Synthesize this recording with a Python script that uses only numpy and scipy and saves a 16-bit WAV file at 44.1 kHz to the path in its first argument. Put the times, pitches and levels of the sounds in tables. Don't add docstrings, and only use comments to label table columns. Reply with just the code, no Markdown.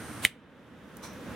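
import sys
import numpy as np
from scipy import signal
from scipy.fft import rfft, irfft, next_fast_len
from scipy.io import wavfile

SR = 44100
rng = np.random.default_rng(int(sys.argv[2]) if len(sys.argv) > 2 else 0)


def wrap_up_sound(samples):
    columns = np.atleast_2d(samples).T
    tamed = np.clip(columns, -1, 1)
    steps = np.round(tamed * 32767).astype(np.int16)
    wavfile.write(sys.argv[1], SR, steps)


N = 59535

# frequency in Hz, relative level in dB.
GAS_SPECTRUM = [(18, -47), (30, -19.5), (81, -2.5), (194, -3.5), (227, -1.5), (311, -2), (355, -10.5),
                (461, -9.5), (666, -13.5), (1460, -11), (2680, -20.5), (5040, -26.5), (6050, -25),
                (7470, -30), (8980, -22.5), (14000, -33.5), (16000, -43)]
# frequency in Hz, relative level in dB.
SWELL_SPECTRUM = [(200, 2), (1000, -0.5), (1900, -4), (3500, 0.5), (5500, -11.5), (8700, -2.5),
                  (11000, -5.5), (15500, -12.5)]
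# start in seconds, level in dB.
HAMMER_BLOWS = [(.2503, 0.5), (0.2528, -18)]
# pitch in Hz, relative level in dB, 60 dB decay in seconds.
BODY_MODES = [(1944, -9, .007), (2152, 2, 0.0073), (2407, -3, 0.0072), (2977, -2, 0.0082),
              (3546, -8.5, 0.0078), (3930, -16.5, 0.0051), (4600, -25, 0.014), (5410, -24.5, .007),
              (6940, -24.5, 0.01), (8330, -13.5, .006), (8927, -14.5, 0.0083), (10120, -24, 0.024),
              (11675, -21, 0.013), (13220, -16, 0.0052)]
# frequency in Hz, relative level in dB.
CLICK_SPECTRUM = [(2000, -22), (5000, -4.5), (11000, 0.5), (16000, 0)]
# pitch in Hz, level in dB, 60 dB decay in seconds.
THUMP_MODES = [(84.5, -34, .06), (130, -42, .35), (196.5, -31.5, 0.043), (258, -33, 0.032)]
# frequency in Hz, relative level in dB.
RATTLE_SPECTRUM = [(300, -13.5), (1400, -15.5), (1900, 1), (3100, 2), (4200, -6), (5500, -10), (9000, -7),
                   (12000, -11.5), (15500, -16.5)]
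# frequency in Hz, relative level in dB.
ROAR_SPECTRUM = [(25, -44), (60, -6.5), (130, -5.5), (200, -2), (275, -3), (360, -9.5), (490, -5),
                 (700, -15), (950, -14), (1650, -14.5), (2300, -21), (3650, -25), (4300, -36), (8000, -49),
                 (16000, -78)]
# frequency in Hz, relative level in dB.
FIZZ_SPECTRUM = [(1500, -22), (4000, -0.5), (6000, 1), (7500, -3), (10000, -2), (15500, -8.5)]
# time in seconds, roar level in dB, fizz level in dB.
FLAME_LEVELS = [(.26, -40.5, -71), (.45, -42.5, -71), (.6, -43.5, -66.5), (.8, -44, -65.5),
                (1.0, -43.5, -60), (1.12, -42.5, -58), (1.22, -43, -59), (1.35, -40, -57)]
# start in seconds, level in dB.
NOZZLE_TICKS = [(0.9695, -32), (1.134, -44)]
# frequency in Hz, relative level in dB.
SPIT_SPECTRUM = [(300, -18), (1000, 3), (2000, -6), (3000, -14), (4000, -3), (5000, -13), (9500, -9),
                 (15500, -21)]
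# centre in Hz, half-width in Hz, relative level in dB.
SPIT_RESONANCES = [(2334, 90, -1), (4000, 110, -6), (5880, 370, -1), (8500, 340, -18)]
# frequency in Hz, 60 dB decay in seconds.
ROOM_DECAY = [(200, 0.19), (2500, 0.29), (9000, .2), (15000, .12)]
# frequency in Hz, relative level in dB.
ROOM_SPECTRUM = [(200, -2), (1500, -1.5), (2100, -6), (3000, -0.5), (6000, -3), (9000, 0), (15000, -4)]
# frequency in Hz, left-right correlation.
STEREO_LIKENESS = [(60, 0.767), (200, 0.94), (500, .85), (1500, .88), (4000, 0.48), (12000, 0.32)]

IGNITE_S, CATCH_S = 0.2505, 0.043
TIME = np.arange(N) / SR


def amp(db):
    return 10 ** (np.asarray(db) / 20)


def along(points, hz):
    freqs, values = np.transpose(points)
    return np.interp(np.log(hz + 1), np.log(freqs + 1), values)


def since(start_s):
    return np.maximum(TIME - start_s, 0)


def filtered(x, response):
    size = next_fast_len(N + SR // 2)
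    hz = np.fft.rfftfreq(size, 1 / SR)
    return irfft(rfft(x, size) * response(hz), size)[..., :N]


def noise(response):
    def mid_side_gains(hz):
        angle = np.arccos(along(STEREO_LIKENESS, hz)) / 2
        return response(hz) * np.array([np.cos(angle), np.sin(angle)])

    mid, side = filtered(rng.standard_normal((2, N)), mid_side_gains)
    stereo = np.array([mid + side, mid - side])
    return stereo / np.sqrt(np.mean(stereo ** 2) + 1e-20)


def rush(spectrum):
    return noise(lambda hz: amp(along(spectrum, hz)))


def resonant(peaks):
    return noise(lambda hz: sum(amp(db) / (1 + ((hz - mid) / width) ** 2) for mid, width, db in peaks))


def burst(spectrum, start_s, db, t60):
    t = since(start_s)
    return (t > 0) * amp(db - 60 * t / t60) * rush(spectrum)


def ringing(t, hz, db, t60, attack_s):
    return amp(db - 60 * t / t60) * np.sin(2 * np.pi * hz * t) * (1 - np.exp(-t / attack_s))


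def gas():
    hiss = amp(-41.5) * rush(GAS_SPECTRUM)
    whistle = amp(-56.5) * resonant([(8850, 450, 0)])
    swell_db = -31.5 - 12 * ((TIME - IGNITE_S) / 0.024) ** 2
    swell = amp(swell_db) * rush(SWELL_SPECTRUM)
    return (hiss + whistle) * np.exp(-since(IGNITE_S) / CATCH_S) + swell


def igniter():
    snap = np.zeros((2, N))
    bass_cut = signal.butter(6, 1680, "high", fs=SR, output="sos")
    for start_s, blow_db in HAMMER_BLOWS:
        t = since(start_s)
        ring = sum(ringing(t, hz, db, t60, attack_s=0.97 / hz) for hz, db, t60 in BODY_MODES)
        crack = burst(CLICK_SPECTRUM, start_s, db=-20, t60=0.006)
        snap += amp(blow_db) * (signal.sosfilt(bass_cut, ring) + crack)
    thump = sum(ringing(since(IGNITE_S), *mode, attack_s=0.0018) for mode in THUMP_MODES)
    return snap + thump


def spring_rattle():
    return burst(RATTLE_SPECTRUM, IGNITE_S, db=-28.5, t60=0.17)


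def flame():
    times, roar_db, fizz_db = np.transpose(FLAME_LEVELS)
    broad = rush(ROAR_SPECTRUM)
    hollow = amp(-7.5) * resonant([(242, 70, 0)])
    roar = amp(np.interp(TIME, times, roar_db)) * (broad + hollow)
    fizz = amp(np.interp(TIME, times, fizz_db)) * rush(FIZZ_SPECTRUM)
    fade_in = 1 - np.exp(-since(IGNITE_S) / CATCH_S)
    return (roar + fizz) * fade_in


def nozzle_ticks():
    return sum(burst(CLICK_SPECTRUM, start_s, db, t60=0.0089) for start_s, db in NOZZLE_TICKS)


def spit(start_s=1.021, attack_s=0.016, hold_s=0.029, spurt_t60=0.19, ring_t60=0.35):
    rise = np.minimum(since(start_s) / attack_s, 1)
    fading_s = since(start_s + hold_s)
    spurt = amp(-41 - 60 * fading_s / spurt_t60) * rush(SPIT_SPECTRUM)
    ring = amp(-46 - 60 * fading_s / ring_t60) * resonant(SPIT_RESONANCES)
    return rise * (spurt + ring)


def room(x):
    wash = rush(ROOM_SPECTRUM)[:, :SR // 2]
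    hz, t, bands = signal.stft(wash, SR, nperseg=256)
    decay = amp(-60 * t / along(ROOM_DECAY, hz)[:, None])
    _, tail = signal.istft(bands * decay, SR, nperseg=256)
    return signal.fftconvolve(x, tail / np.linalg.norm(tail[0]), axes=1)[:, :N]


def scene():
    clicks = igniter() + spring_rattle() + nozzle_ticks()
    mix = clicks + amp(-12) * room(clicks) + gas() + flame() + spit()
    return mix * amp([[-0.75], [0.75]])


def record(dry, threshold_db=-16.5, attack_s=0.03, release_db_per_s=14.5, low_hz=48, top_hz=15900):
    peak_db = 20 * np.log10(np.abs(dry).max(axis=0) + 1e-9)
    over_db = np.maximum(peak_db - threshold_db, 0)
    recovery_db = release_db_per_s * TIME
    held_db = np.maximum.accumulate(over_db + recovery_db) - recovery_db
    pole = np.exp(-1 / (attack_s * SR))
    duck_db = signal.lfilter([1 - pole], [1, -pole], held_db)
    ducked = dry * amp(-duck_db)
    low_cut = signal.butter(4, low_hz, "high", fs=SR, output="sos")
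    return filtered(signal.sosfilt(low_cut, ducked), lambda hz: hz < top_hz)


dry = scene()
out = record(dry)
wrap_up_sound(out)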